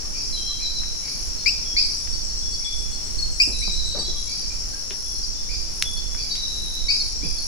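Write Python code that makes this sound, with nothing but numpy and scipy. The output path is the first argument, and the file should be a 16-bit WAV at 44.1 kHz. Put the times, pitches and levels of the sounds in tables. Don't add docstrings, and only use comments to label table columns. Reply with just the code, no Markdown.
import sys
import numpy as np
from scipy import signal
from scipy.fft import rfft, irfft, next_fast_len
from scipy.io import wavfile
from scipy.ndimage import map_coordinates

SR = 44100
rng = np.random.default_rng(int(sys.argv[2]) if len(sys.argv) > 2 else 0)


def wav_out(sig):
    wavfile.write(sys.argv[1], SR, np.round(np.clip(np.atleast_2d(sig).T, -1, 1) * 32767).astype(np.int16))


N = 329418

# (pitch [Hz], spread [Hz], level [dB])
CRICKET_CROWDS = [(4466, 180, -45.5), (5527, 230, -31.5), (5446, 500, -43), (6240, 74, -48.5),
                  (6535, 56, -47), (7225, 240, -47), (10504, 290, -50)]
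# (frequency [Hz], relative density [dB])
HUSH_SPECTRUM = [(100, 8.5), (200, 4.5), (500, -2.5), (2000, -9), (3000, -8), (4200, -8.5), (6000, -38),
                 (8000, -10), (9200, -15.5), (12000, -18), (16000, -23),]
# (time [s], level [dB])
BREEZE_LEVELS = [(0, -30), (1.1, -35), (1.7, -30), (2.6, -31), (3.6, -26.5), (4.8, -33), (6, -30),
                 (6.7, -30.5), (7.3, -29.5)]
# (frequency [Hz], relative density [dB])
RUMBLE_SPECTRUM = [(20, 3), (45, 0), (87, -15.5), (200, -31.5), (500, -32.5), (900, -120)]
# (time [s], level [dB])
FROG_TOOTS = [(.04, -51.5), (.49, -50), (4.15, -49.5)]
# (time [s], level [dB], pan [dB], right lag [ms], glide start [Hz], glide end [Hz], octave [dB])
FROG_WHOOPS = [(0.138, -53.5, 2.5, 0, 2270, 2665, 7.5), (.594, -51.5, 3, 0, 2243, 2584, 2),
               (1.026, -52.5, 1.5, 0, 2177, 2544, 6.5), (1.458, -27.5, 14, .385, 2190, 2828, 1.5),
               (1.763, -31, 3, -.16, 2225, 2594, 8), (2.601, -55.5, 3, 0, 2155, 2466, 3),
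               (3.398, -22.5, 3, .227, 2327, 2780, 1.5), (3.617, -40, 7, .227, 2228, 2600, 2),
               (4.27, -54, 1, 0, 2220, 2616, 9.5), (5.489, -48, 3, 0, 2230, 2625, 6),
               (6.165, -52, -1, 0, 2225, 2620, 8.5), (6.883, -31.5, 5, .204, 2183, 2650, 7.5),
               (7.222, -46.5, 5, 0, 2276, 2660, 5)]
# (frequency [Hz], gain [dB])
THROAT_RESPONSE = [(2000, 4), (2400, 9), (3000, 3), (4100, 3), (4700, 8.5), (5400, 9.5), (6500, -11),
                   (7800, -7), (9000, -23), (12500, -22)]
# (last stroke [s], level [dB], pan [dB])
KATYDID_TRILLS = [(.47, -43, 7), (1.269, -38.5, 10), (2.04, -48.5, 30), (2.842, -52.5, 30),
                  (3.624, -41, 18), (4.412, -41, 16.5), (4.85, -42, 3.5), (5.178, -42, 20.5),
                  (5.61, -43, -1.5), (5.97, -39, 17), (6.384, -38.5, -0.5), (6.736, -39.5, 15),
                  (7.12, -37, -3), (7.5, -40, 21)]
# (first [s], last [s], gap [s], start [Hz], end [Hz], level [dB], fade [dB], echo [dB])
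SLIDE_ROWS = [(0.327, 0.754, .144, 4150, 3858, -26, -1, 2.5),
              (3.521, 4.048, 0.072, 4140, 3750, -28.5, -1.5, 4),
              (6.303, 6.795, .05, 4040, 3743, -31, -5, 5)]
# (time [s], length [s], level [dB], pitch [Hz])
PIPED_NOTES = [(0.362, 0.2, -40, 3208), (1.647, 0.12, -44.5, 3325), (2.413, 0.21, -48, 3410),
               (4.007, 0.29, -46, 3351), (4.501, 0.013, -35, 2410), (4.732, 0.02, -41, 1634),
               (5.04, 0.12, -48.5, 3400), (7.205, 0.2, -50, 3420)]
# (time [s], level [dB], crackle [dB], leaf pitch [Hz])
LEAF_DRIPS = [(.5317, -31, -8, 3400), (0.819, -35, -2, 1300), (.834, -28.5, 1, 1860),
              (1.081, -27, -6, 2230), (2.074, -28.5, -0.5, 2210), (3.6789, -27.5, -3, 800),
              (4.908, -16.5, 1, 2960), (5.8243, 2.5, -12, 4100), (6.148, -27, -3.5, 1840),
              (6.355, -17, 1.5, 4130), (6.7524, -23, -4, 8990)]
# (time [s], level [dB], pitch [Hz], pan [dB])
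FROG_PEEPS = [(1.375, -34, 4300, -2), (2.126, -28, 4585, 3), (2.292, -33.5, 4455, -0.5),
              (2.522, -29.5, 4554, 7), (2.645, -30, 3427, 13), (2.925, -31.5, 4357, 9),
              (3.184, -23.5, 4390, 8), (3.223, -20.5, 4330, 8), (3.91, -32, 4555, 11.5),
              (3.988, -23.5, 4590, 9), (5.148, -34.5, 4300, -10), (5.23, -27, 4780, 11),
              (5.851, -26.5, 3426, -2), (5.963, -31.5, 4456, 5), (6.309, -24, 4540, 10),
              (7.0, -17.5, 4364, 1), (7.382, -25.5, 4370, -8)]
# (time [s], level before echo gain [dB])
FROG_CROAKS = [(1.387, -78), (1.955, -75), (5.32, -72)]
# (time [s], level [dB], pan [dB], pitch [Hz])
SOFT_KNOCKS = [(1.734, -36, 11, 312), (3.473, -25.5, -23, 302), (3.676, -24.5, 3, 195),
               (3.947, -20, -2, 575), (3.969, -19.5, -2.5, 430), (4.08, -24, -2, 364),
               (4.908, -27.5, 5, 400), (7.23, -28, -24, 300), (7.249, -23.5, -22, 168)]
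# (first [s], last [s], gap [s])
CHIRP_ROW = (1.833, 3.988, .1347)


def amp(db):
    return 10 ** (np.asarray(db) / 20)


def unit_rms(x):
    return x / np.sqrt(np.mean(x ** 2) + 1e-20)


def clock(length_s):
    return np.arange(int(length_s * SR)) / SR


def db_at(spectrum, hz):
    knots_hz, knots_db = np.transpose(spectrum)
    return np.interp(np.log(hz + 1), np.log(knots_hz), knots_db)


def wobble(rate_hz):
    knots = rng.standard_normal(int(N * rate_hz / SR) + 4)
    return map_coordinates(knots, [np.arange(N) * rate_hz / SR])


def lowpass(x, hz):
    return signal.sosfilt(signal.butter(2, min(hz, 20000), fs=SR, output="sos"), x)


def filtered(x, response):
    size = next_fast_len(N + 8192)
    return irfft(rfft(x, size) * response(np.fft.rfftfreq(size, 1 / SR)), size)[..., :N]


def stereo_noise(spectrum):
    return unit_rms(filtered(rng.standard_normal((2, N)), lambda hz: amp(db_at(spectrum, hz))))


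def swell(t, rise_s):
    return (1 - np.exp(-t / rise_s)) * np.sqrt(np.clip(1 - (t / t[-1]) ** 2, 0, 1))


def rough_phase(t, hz, jitter, band_hz):
    return np.cumsum(2 * np.pi * hz / SR + lowpass(rng.normal(0, jitter, len(t)), band_hz))


def distance_echo_db(db, even_db):
    return 0.53 * (even_db - db)


def place(out, start_s, wave, db, pan_db, echo_db, tail_s, lag_ms=0):
    t = clock(tail_s)
    far = np.clip(echo_db / 18, 0, 1)
    response = rng.standard_normal((2, len(t))) * amp(-60 * t / tail_s / (1 + 0.95 * far))
    response *= 1 - np.exp(-t / (0.001 + 0.025 * far))
    response *= 1 + 0.8 * (1 - far) * np.exp(-t / 0.03)
    response *= amp(echo_db + far * pan_db / 2 * np.array([[1], [-1]])) / np.linalg.norm(response[0])
    lag = round(lag_ms * SR / 1000)
    response[0, max(-lag, 0)] = (1 - far) * amp(pan_db / 2)
    response[1, max(lag, 0)] = (1 - far) * amp(-pan_db / 2)
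    heard = amp(db) * signal.fftconvolve(wave[None], response, axes=1)
    start = round(start_s * SR)
    out[:, start:start + heard.shape[1]] += heard[:, :N - start]


def crickets(out):
    t = clock(0.0076)
    envelope = np.sin(np.pi * t / t[-1]) ** 2
    for hz, spread_hz, db in CRICKET_CROWDS:
        count = int(2 * spread_hz * N / SR)
        near = np.zeros((2, N))
        for ear in range(2):
            stroke_hz = rng.normal(hz, spread_hz, (count, 1))
            stroke_db = 6.3 * np.clip(rng.standard_normal((count, 1)), -3, 2.2)
            strokes = amp(stroke_db) * envelope * np.sin(2 * np.pi * stroke_hz * t)
            samples = rng.integers(0, N, (count, 1)) + np.arange(len(t))
            near[ear] = np.bincount(samples.ravel(), strokes.ravel(), N + len(t))[:N]
        echo = filtered(rng.standard_normal((2, N)), lambda f: np.exp(-((f - hz) / spread_hz / 2) ** 2))
        drift_db = (.5 + 55 / spread_hz) * wobble(2.526) + 0.93 * wobble(11)
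        nearness = np.clip(spread_hz / 250, 0, 1)
        crowd = unit_rms(nearness * unit_rms(near) + 1.65 * unit_rms(echo))
        out += amp(db + drift_db) * amp([[1.5], [-1.5]]) * crowd


def hush(out):
    out += amp(-42.5 + 0.92 * wobble(2.585)) * stereo_noise(HUSH_SPECTRUM)


def breeze(out):
    level_db = np.interp(np.arange(N) / SR, *np.transpose(BREEZE_LEVELS))
    buffets = amp(3 * np.array([wobble(7), wobble(7)]))
    out += amp(level_db) * amp([[-2.7], [2.7]]) * unit_rms(buffets * stereo_noise(RUMBLE_SPECTRUM))


def toots(out):
    t = clock(0.045)
    toot = np.sin(2 * np.pi * 1170 * t) * swell(t, 0.0054)
    for start_s, db in FROG_TOOTS:
        place(out, start_s, toot, db, pan_db=0, echo_db=1.5, tail_s=.35)


def whoops(out):
    t = clock(.042)
    envelope = swell(t, 0.0016)
    throb = np.cos(2 * np.pi * 62 * (t - .008))
    flick_hz = 138 * np.exp(-t / 0.0027)
    leaf_echo_db = 9
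    for start_s, db, pan_db, lag_ms, start_hz, end_hz, octave_db in FROG_WHOOPS:
        hz = start_hz + (end_hz - start_hz) * t / t[-1] + 45 * throb - flick_hz
        phase = rough_phase(t, hz, jitter=0.055, band_hz=350)
        partials = []
        for k in range(1, 6):
            gain_db = db_at(THROAT_RESPONSE, k * hz) + octave_db * (k == 2)
            partials.append(amp(gain_db) * np.sin(k * phase) * envelope)
        overtones = sum(partials[1:]) * (1 + 0.34 * throb)
        echo_db = distance_echo_db(db, even_db=-40.5)
        place(out, start_s, partials[0], db, pan_db, echo_db, tail_s=.65, lag_ms=lag_ms)
        place(out, start_s, overtones, db, pan_db, echo_db + leaf_echo_db, tail_s=.65, lag_ms=lag_ms)


def katydids(out):
    t = clock(0.014)
    stroke = np.sin(2 * np.pi * 10670 * t) * np.sin(np.pi * t / t[-1]) ** 2.1
    count, gap_s, jitter_samples = 14, .0196, 30
    onsets = (np.arange(count) * gap_s * SR).astype(int)
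    ramp_db = -5.4 * np.exp(-np.arange(count) / 3)
    for last_s, db, pan_db in KATYDID_TRILLS:
        beats = np.zeros(onsets[-1] + jitter_samples)
        beats[onsets + rng.integers(0, jitter_samples, count)] = amp(rng.normal(ramp_db, 0.44))
        trill = signal.fftconvolve(beats, stroke)
        start_s = last_s - onsets[-1] / SR - .003
        place(out, start_s, trill, db, pan_db, echo_db=-5.5, tail_s=0.16, lag_ms=.09 * pan_db)


def slides(out):
    t = clock(0.0564)
    for first_s, last_s, gap_s, start_hz, end_hz, db, fade_db, echo_db in SLIDE_ROWS:
        hz = np.linspace(start_hz, end_hz, len(t))
        slide = np.sin(2 * np.pi * np.cumsum(hz) / SR) * swell(t, 0.0032)
        for progress in np.linspace(0, 1, round((last_s - first_s) / gap_s) + 1):
            start_s = first_s + progress * (last_s - first_s) + rng.normal(0, .0005 / gap_s)
            note_db = db + fade_db * progress + rng.normal(0, 1.5)
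            place(out, start_s, slide, note_db, pan_db=2, echo_db=echo_db, tail_s=.9)


def piping(out):
    for start_s, length_s, db, hz in PIPED_NOTES:
        t = clock(length_s)
        note = np.sin(rough_phase(t, hz, jitter=.05, band_hz=90)) * swell(t, .006)
        place(out, start_s, note, db, pan_db=4, echo_db=3, tail_s=.55)


def drips(out):
    t = clock(.02)
    for start_s, db, crackle_db, hz in LEAF_DRIPS:
        swing = -np.sin(2 * np.pi * hz * t) * np.exp(-((t * hz - .68) / 0.5) ** 2)
        splash = 0.51 * np.diff(rng.standard_normal(len(t) + 1)) * amp(-60 * t / 0.013)
        tap = lowpass(swing + lowpass(splash, 1.35 * hz), 3.1 * hz)
        bass_cut = signal.butter(4, .33 * hz, "high", fs=SR, output="sos")
        place(out, start_s, signal.sosfilt(bass_cut, tap), db, pan_db=0, echo_db=crackle_db, tail_s=0.19)


def peeps(out):
    for start_s, db, hz, pan_db in FROG_PEEPS:
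        t = clock(0.028 if hz > 4000 else 0.048)
        peep = np.sin(rough_phase(t, hz, jitter=0.027, band_hz=220)) * swell(t, 0.0023)
        place(out, start_s, peep, db, pan_db, distance_echo_db(db, even_db=-22.5), tail_s=0.94)


def croaks(out):
    t = clock(0.0357)
    hz = np.linspace(3630, 3410, len(t))
    croak = np.sin(2 * np.pi * np.cumsum(hz) / SR) * swell(t, 0.0017)
    for start_s, db in FROG_CROAKS:
        place(out, start_s, croak, db, pan_db=0, echo_db=36, tail_s=.8)


def knocks(out):
    t = clock(.09)
    for start_s, db, pan_db, hz in SOFT_KNOCKS:
        ring = np.sin(2 * np.pi * hz * t) * amp(-60 * t / 0.055)
        grit = rng.standard_normal(len(t))
        rustle = 0.89 * (lowpass(grit, 1.52 * hz) - lowpass(grit, 0.23 * hz)) * amp(-60 * t / 0.31)
        knock = (ring + rustle) * (1 - np.exp(-t / 0.0068))
        place(out, start_s, knock, db, pan_db, echo_db=-5, tail_s=0.23)


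def bush_cricket(out):
    t = clock(0.015)
    hz = np.linspace(8050, 7900, len(t))
    first_s, last_s, gap_s = CHIRP_ROW
    for progress in np.linspace(0, 1, round((last_s - first_s) / gap_s) + 1):
        chirp = np.sin(rough_phase(t, hz, jitter=0.16, band_hz=500)) * swell(t, 0.0012)
        start_s = first_s + progress * (last_s - first_s)
        place(out, start_s, chirp, db=-47.5 + 7.7 * progress, pan_db=25, echo_db=7, tail_s=0.3)


def scene():
    out = np.zeros((2, N))
    for source in (crickets, hush, breeze, toots, whoops, katydids, slides, piping, drips, peeps,
                   croaks, knocks, bush_cricket):
        source(out)
    return out


def record(dry):
    return filtered(dry, lambda hz: hz < 15800)


dry = scene()
out = record(dry)
wav_out(out)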